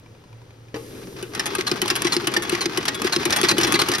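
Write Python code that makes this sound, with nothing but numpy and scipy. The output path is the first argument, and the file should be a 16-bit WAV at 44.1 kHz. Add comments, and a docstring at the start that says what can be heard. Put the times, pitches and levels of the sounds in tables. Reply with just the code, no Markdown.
"""A heavy sole stitcher in a small workshop, heard from close by. Its motor hums, the clutch clunks in and
slips with a hiss, then the camshaft turns about six times, gathering speed. On each turn the same levers strike
in the same order, each impact exciting that part's own damped resonances. The heavy blows thud in a low mode of
the cast frame and the thread gives brief squeaks of falling pitch with each slide stroke, over gear rumble and
loose rattle."""
import sys
import numpy as np
from scipy import signal
from scipy.fft import rfft, irfft, next_fast_len
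from scipy.io import wavfile
from scipy.ndimage import uniform_filter1d

SR = 44100
rng = np.random.default_rng(int(sys.argv[2]) if len(sys.argv) > 2 else 0)


def to_wav(s):
    """Save 16-bit WAV."""
    ch = np.atleast_2d(s).T  # columns
    pcm = np.round(np.clip(ch, -1, 1) * 32767)  # PCM
    wavfile.write(sys.argv[1], SR, pcm.astype(np.int16))


N = 176400

# Strokes of the clutch, then of each part in its order within a turn: start_s, level_db
CLUTCH = [(0.743, -18), (0.76, -22.5)]
FEED_KNOCK = [(1.2265, -22.5), (1.8167, -8), (2.271, -8), (2.7742, -10), (3.2532, -9), (3.582, -8),
              (3.8861, -11)]
PAWL_CLICK = [(1.3493, -12.5), (1.8793, -8), (2.3387, -8.5), (2.8534, -10), (3.3055, -6.5), (3.6115, -5),
              (3.916, -6.5)]
LEVER_CLACK = [(1.3953, -6), (1.9017, -2.5), (2.365, -2), (2.881, -4), (3.3247, -3), (3.6325, -3.5),
               (3.6449, -5.5), (3.9362, -7.5), (3.949, -7.5)]
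SPRING_RETURN = [(1.4571, -9.5), (1.9539, -7), (2.4227, -13), (2.9452, -14), (3.362, -5), (3.67, -10),
                 (3.9829, -12)]
LATCH_TICK = [(1.5514, -11.5), (2.0203, -11.5), (2.4955, -11.5), (3.018, -13), (3.4143, -9.5),
              (3.7229, -7.5)]
AWL_PUNCH = [(1.5838, -24), (2.0464, -19), (2.5222, -22), (3.0453, -21), (3.4311, -14.5), (3.7397, -15)]
AWL_REBOUND = [(1.6096, -14), (2.0696, -9.5), (2.55, -13), (3.0699, -12.5), (3.4477, -9), (3.7556, -10.5)]
SLIDE_SCRAPE = [(1.6681, -7.5), (2.1218, -5), (2.6081, -8), (3.1241, -6), (3.4856, -1.5), (3.7911, -4.5)]
STOP_KNOCK = [(1.7149, -5.5), (2.166, -5), (2.6569, -5.5), (3.1623, -3.5), (3.5127, -2.5), (3.817, -2)]
CAM_TAP = [(1.7639, -18.5), (1.8587, -8.5), (2.2194, -22), (2.3167, -17), (2.7307, -25), (2.8285, -21),
           (3.799, -3.5)]
# Envelope of the running noise: time_s, mids_db, bass_db
RUNNING = [(0.8, -57, -49.5), (1.2, -40, -41), (1.6, -33, -35), (2.95, -32, -36), (3.4, -25, -28),
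           (4.0, -30, -32)]
# Spectrum of rubbing cams and small ticks: frequency_hz, level_db
CAMS = [(350, -47), (650, -1.5), (1150, 3), (5600, -5.5), (8000, -15.5), (14000, -22.5)]
STROKE_SPREAD = 0.011  # relative scatter of pitch from blow to blow


def undb(db):
    """Decibels to amplitude ratio."""
    return 10 ** (np.asarray(db) / 20)


def unit(x):
    """Normalisation to rms 1."""
    return x / np.sqrt(np.mean(x ** 2))


def fade(t, t60):
    """Exponential decay, 60 dB down at t60."""
    return np.exp(-np.log(1000) * t / t60)


def colour(x, points):
    """Minimum-phase filter through (frequency_hz, gain_db) points: causal, so attacks stay sharp."""
    size = next_fast_len(x.shape[-1] + 4096, real=True)
    size += size % 2
    hz, db = np.array(points, float).T
    f = np.arange(size // 2 + 1) * SR / size
    cepstrum = irfft(np.log(undb(np.interp(np.log(f + 1), np.log(hz), db))))
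    cepstrum[1:size // 2] *= 2
    cepstrum[size // 2 + 1:] = 0
    return irfft(rfft(x, size) * np.exp(rfft(cepstrum)))[..., :x.shape[-1]]


def noise(size):
    """Partly coherent stereo noise: the sides are alike in the bass and differ higher up."""
    # Side signal relative to mid: frequency_hz, gain_db
    width = [(100, -34.5), (800, -2.5), (3600, -3.5), (7000, -11.5)]
    mid, side = rng.standard_normal((2, size))
    return mid + colour(side, width) * np.array([[1], [-1]])


def walk(rate_hz):
    """Smoothed random steps: a slow wander with a spread near 1."""
    hold = int(SR / rate_hz)
    steps = np.repeat(rng.standard_normal(N // hold + 1), hold)
    return 1.3 * uniform_filter1d(uniform_filter1d(steps, hold), hold)[:N]


def ring(t, hz, t60):
    """Free vibration of one damped mode, reaching each side in its own phase."""
    return np.sin(2 * np.pi * hz * t + rng.random((2, 1))) * fade(t, t60)


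def through(x, response):
    """Convolution with a stereo impulse response."""
    return signal.fftconvolve(np.atleast_2d(x), response, axes=1)[:, :x.shape[-1]]


def add(out, start, sound):
    """Superposition of a sound from a start time in seconds."""
    i = int(start * SR)
    out[:, i:i + sound.shape[-1]] += sound[..., :N - i]


def room(x, t60_s=0.75, gain_db=-15, damping_hz=5470):
    """Reverberation: the workshop's reflections merge into a short, dull tail."""
    t = np.arange(SR // 2) / SR
    tail = noise(len(t)) * fade(t, t60_s) * np.minimum(t / 0.027, 1)
    tail = tail / np.sqrt(np.sum(tail ** 2) / 2)
    return undb(gain_db) * through(x, signal.lfilter(*signal.butter(1, damping_hz, fs=SR), tail))


def workshop_air(level_db=-49):
    """Ambient noise: steady, broadband and strongest in the bass."""
    # Spectrum of the background: frequency_hz, level_db
    spectrum = [(30, -22), (120, -10.5), (190, -18.5), (480, -19), (650, -29), (5600, -39.5), (14500, -53)]
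    return undb(level_db) * unit(colour(noise(N), spectrum))


def motor(first_tick_s=0.061, turn_s=0.089, tick_db=-46.5):
    """A hum with random amplitude and frequency modulation; the pulley ticks once a revolution."""
    # Tone of the motor: pitch_hz, level_db
    tones = [(118.4, -46.5)]
    # Modes of the pulley: pitch_hz
    pulley_hz = [970, 2400]
    hum = 0
    for hz, db in tones:
        amplitude = undb(db + 2.9 * walk(36))
        hum += amplitude * np.sin(2 * np.pi * np.cumsum(hz * (1 + 0.0324 * walk(15))) / SR)
    t, ticks = np.arange(SR // 10) / SR, np.zeros((2, N))
    for start in np.arange(first_tick_s, N / SR, turn_s):
        tick = rng.random() * colour(noise(len(t)), CAMS) * undb(6) * fade(t, .035)
        for hz in pulley_hz:
            tick += rng.random() * ring(t, hz * (1 + STROKE_SPREAD * rng.standard_normal()), t60=0.043)
        add(ticks, start, tick)
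    return hum + undb(tick_db) * ticks


def clutch_slip(level_db=-41, slip_s=0.96):
    """Sliding friction: the clutch hisses until the shaft has caught up."""
    # Spectrum of the friction: frequency_hz, level_db
    spectrum = [(200, 10), (440, 21.5), (750, -8), (5000, -3), (12500, -5.5), (14000, -15)]
    age = np.maximum(np.arange(N) / SR - CLUTCH[0][0], 0)
    envelope = np.minimum(age / .01, 1) * np.exp(-(age / slip_s) ** 2)
    return undb(level_db) * unit(colour(noise(N), spectrum)) * envelope


def rattle(per_s=80, scatter_db=6.5, joints=5):
    """Loose joints collide as a Poisson process, each with its own impulse response."""
    t, out = np.arange(SR // 10) / SR, np.zeros((2, N))
    for _ in range(joints):
        hits = rng.random(N) < per_s / joints / SR
        strength = undb(scatter_db * np.clip(rng.standard_normal(N), -2, 1))
        out += through(hits * strength, noise(len(t)) * fade(t, 0.07))
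    return unit(colour(out, CAMS))


def drive(gear_db=1, cam_db=-7, rattle_db=-3.5, flutter_db=6.5):
    """Contact noise: gears rumble, cams rub and joints rattle once the clutch is in."""
    # Spectrum of the gear rumble: frequency_hz, level_db
    rumble = [(30, -24), (70, -10), (120, -4), (400, 3.5), (600, -14.5), (1000, -41)]
    t = np.arange(N) / SR
    times, *levels = np.array(RUNNING).T
    mids, bass = (undb(np.interp(t, times, db)) for db in levels)
    engaged = np.clip((t - CLUTCH[0][0]) / 0.012, 0, 1)
    cams = undb(cam_db + flutter_db * np.clip(walk(40), -2, 1)) * unit(colour(noise(N), CAMS))
    gears = undb(gear_db + 2.45 * walk(24.46)) * unit(colour(noise(N), rumble))
    return engaged * (mids * (cams + undb(rattle_db) * rattle()) + bass * gears)


def spring(pitch_hz=3383, t60_s=0.57, relative_db=-1):
    """Free vibration of the spring after each return, its level following the running mids."""
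    t, out = np.arange(SR // 2) / SR, np.zeros((2, N))
    times, mids_db, _ = np.array(RUNNING).T
    for start, _ in SPRING_RETURN:
        add(out, start, undb(relative_db + np.interp(start, times, mids_db)) * ring(t, pitch_hz, t60_s))
    return out


def steelwork(blows, t60_s=0.21):
    """Sympathetic resonance: every blow sets the shafts and springs ringing."""
    # Modes of the steelwork: pitch_hz, gain_db
    modes = [(846, 9), (1110, 8.5), (1230, 6.5), (1921, 3), (2959, -7)]
    t = np.arange(SR // 2) / SR
    scale = 2 * np.log(1000) / (t60_s * SR)  # unit gain at resonance
    return through(blows, scale * sum(undb(db) * ring(t, hz, t60_s) for hz, db in modes))


def squeaks(end_hz=3950, drop_hz=570, fall_s=0.0096, decay_s=0.014, gain_db=-7, roughness=0.036):
    """Stick-slip friction: the thread gives brief squeaks of falling pitch with each slide stroke."""
    # A squeak on each scrape and one more at full speed: start_s, level_db
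    slips = SLIDE_SCRAPE + [(3.741, -6.5)]
    t, out = np.arange(SR // 10) / SR, np.zeros((2, N))
    for start, db in slips:
        jitter = unit(uniform_filter1d(rng.standard_normal(len(t)), size=30))
        hz = (end_hz + drop_hz * np.exp(-t / fall_s)) * (1 + roughness * jitter)
        envelope = undb(0.71 * jitter[::-1]) * (1 - np.exp(-t / 0.0019)) * np.exp(-t / decay_s)
        add(out, start, undb(db + gain_db) * envelope * np.sin(2 * np.pi * np.cumsum(hz) / SR))
    return out


def thuds(frame_hz=356.6, t60_s=0.061, rise_s=0.003, spread=0.025, gain_db=8, stand_db=-23):
    """Heavy blows excite low damped modes of the cast frame and its stand, scattered in pitch."""
    # Blows on the frame: start_s, level_db
    blows = [(1.227, -25), (1.585, -18), (1.715, -16.5), (1.824, -19.5), (1.913, -20.5), (2.049, -13.5),
             (2.165, -14.5), (2.235, -24), (2.275, -19), (2.372, -20.5), (2.526, -14.5), (2.658, -17.5),
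             (2.779, -19), (3.047, -14), (3.163, -15), (3.257, -17), (3.433, -13), (3.513, -21.5),
             (3.583, -13.5), (3.646, -22), (3.739, -14.5), (3.818, -20), (3.893, -18.5)]
    t, out = np.arange(SR // 4) / SR, np.zeros((2, N))
    swell = 1 - np.exp(-(t / rise_s) ** 2)
    for start, db in blows:
        phase_per_hz = 2 * np.pi * t * (1 + spread * rng.standard_normal())
        frame = fade(t, t60_s) * np.sin(frame_hz * phase_per_hz)
        stand = undb(stand_db) * fade(t, 0.15) * sum(np.sin(hz * phase_per_hz) for hz in (147.2, 261.7))
        add(out, start, undb(db + gain_db) * swell * (frame + stand))
    return out


def strokes(rows, gain_db, contact_s, t60, colour_db, modes, split_hz=3000, treble_t60_s=0.079):
    """Impact excitation: a chatter of contacts drives one part's modes; the highs are damped first."""
    # Points at which colour_db is given: frequency_hz
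    colour_hz = [450, 1500, 5200, 10500]
    # Passband common to all parts: frequency_hz, gain_db
    passband = [(40, -13), (150, 0.5), (11500, 0), (14000, -20)]
    t, out = np.arange(SR // 5) / SR, np.zeros((2, N))
    spectrum = list(zip(colour_hz, colour_db))
    for start, db in rows:
        dense = noise(len(t))  # many overlapping modes
        low = signal.lfilter(*signal.butter(2, split_hz, fs=SR), dense)
        damped = (low + (dense - low) * fade(t, treble_t60_s)) * fade(t, t60)
        body = colour(damped, spectrum) / np.std(colour(dense, spectrum))
        detune = 1 + STROKE_SPREAD * rng.standard_normal()
        tones = sum(undb(level) * np.sqrt(2) * ring(t, hz * detune, decay) for hz, level, decay in modes)
        contacts = rng.standard_normal(len(t)) * (rng.random(len(t)) < .02)
        contacts *= t / contact_s * np.exp(1 - t / contact_s)
        contacts[0] = 2  # the first impact
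        blow = through(contacts, colour(body, passband) + tones)
        rms = np.sqrt(np.sum(blow ** 2) / (2 * SR * 0.014))  # as if its energy lay within 14 ms
        add(out, start, blow * undb(db + gain_db) / rms)
    return out


def stitcher():
    """Cyclic impacts: the clutch engages, then the cam-driven parts strike in turn."""
    # Struck parts: strokes, gain_db, contact_s, t60_s, colour_db, modes (pitch_hz, level_db, t60_s)
    parts = [ (CLUTCH, -8.5, 0.003, 0.092, [6, 11.5, 9, -10], [(451, 2.5, 0.17), (304, -0.5, 0.17)]),
             (FEED_KNOCK, -10.5, 0.00077, 0.11, [-14.5, 2, 2, -1.5], [(2980, -10.5, 0.089)]),
             (PAWL_CLICK, -14.5, 0.00086, 0.15, [-17, 3, 3.5, -3.5], []),
             (LEVER_CLACK, -13.5, 0.0023, 0.081, [-5, 6, 9.5, -2], [(1798, -8.5, 0.058),
             (1600, -23.5, 0.068), (5360, -4.5, 0.033)]),
             (SPRING_RETURN, -12.5, 0.0047, 0.099, [-6.5, 9, 4.5, 3.5], []),
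             (LATCH_TICK, -11.5, 0.0021, 0.015, [-15, 8.5, 1.5, 2.5], [(2587, -15.5, 0.036)]),
             (AWL_PUNCH, -2.5, 0.0048, 0.12, [-17, 5.5, 5, -5], []),
             (AWL_REBOUND, -10.5, 0.0031, 0.023, [-18, -1.5, 1, -13.5], [(2003, -4.5, 0.023)]),
             (SLIDE_SCRAPE, -14, 0.0081, 0.061, [-4, 4.5, 5.5, -2.5], []),
             (STOP_KNOCK, -15.5, 0.0017, 0.045, [-24.5, 3, 3.5, -8], [(5023, 2, 0.019)]),
             (CAM_TAP, -20, 0.0005, 0.054, [-13.5, 13, 10, 8], [(998, -2, 0.021)]), ]
    return sum(strokes(*part) for part in parts)


def scene():
    """Superposition of the blows, their resonances and reverberation, and the running noise."""
    blows = stitcher() + squeaks()
    machine = blows + steelwork(blows) + spring() + thuds()
    return machine + room(machine) + drive() + clutch_slip() + motor() + workshop_air()


def record(dry, top_hz=16300):
    """Level and phase differences between the channels, then a low-pass; the low mids lean left."""
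    # Excess of left over right: frequency_hz, level_db
    left_bias = [(200, -1.5), (380, 4), (700, 8.5), (2400, 1), (4400, 0)]
    # Lead of right over left: frequency_hz, phase_rad
    right_lead = [(500, 0.14), (3200, 1), (4000, 1.02), (5300, 0.52), (7000, -3), (9000, -4.5), (10500, -6),
                  (12000, -5), (14000, -9.5)]
    # each channel takes half of each difference
    tilted = np.array([colour(x, [(hz, side * db / 2) for hz, db in left_bias])
                       for x, side in zip(dry, (1, -1))])
    phase = np.interp(np.arange(N // 2 + 1) * SR / N, *np.array([(0, 0)] + right_lead).T)
    shifted = irfft(rfft(tilted) * np.exp(.5j * np.array([-phase, phase])), N)
    return signal.sosfilt(signal.ellip(8, .2, 70, top_hz, fs=SR, output="sos"), shifted)


dry = scene()
out = record(dry)
to_wav(out)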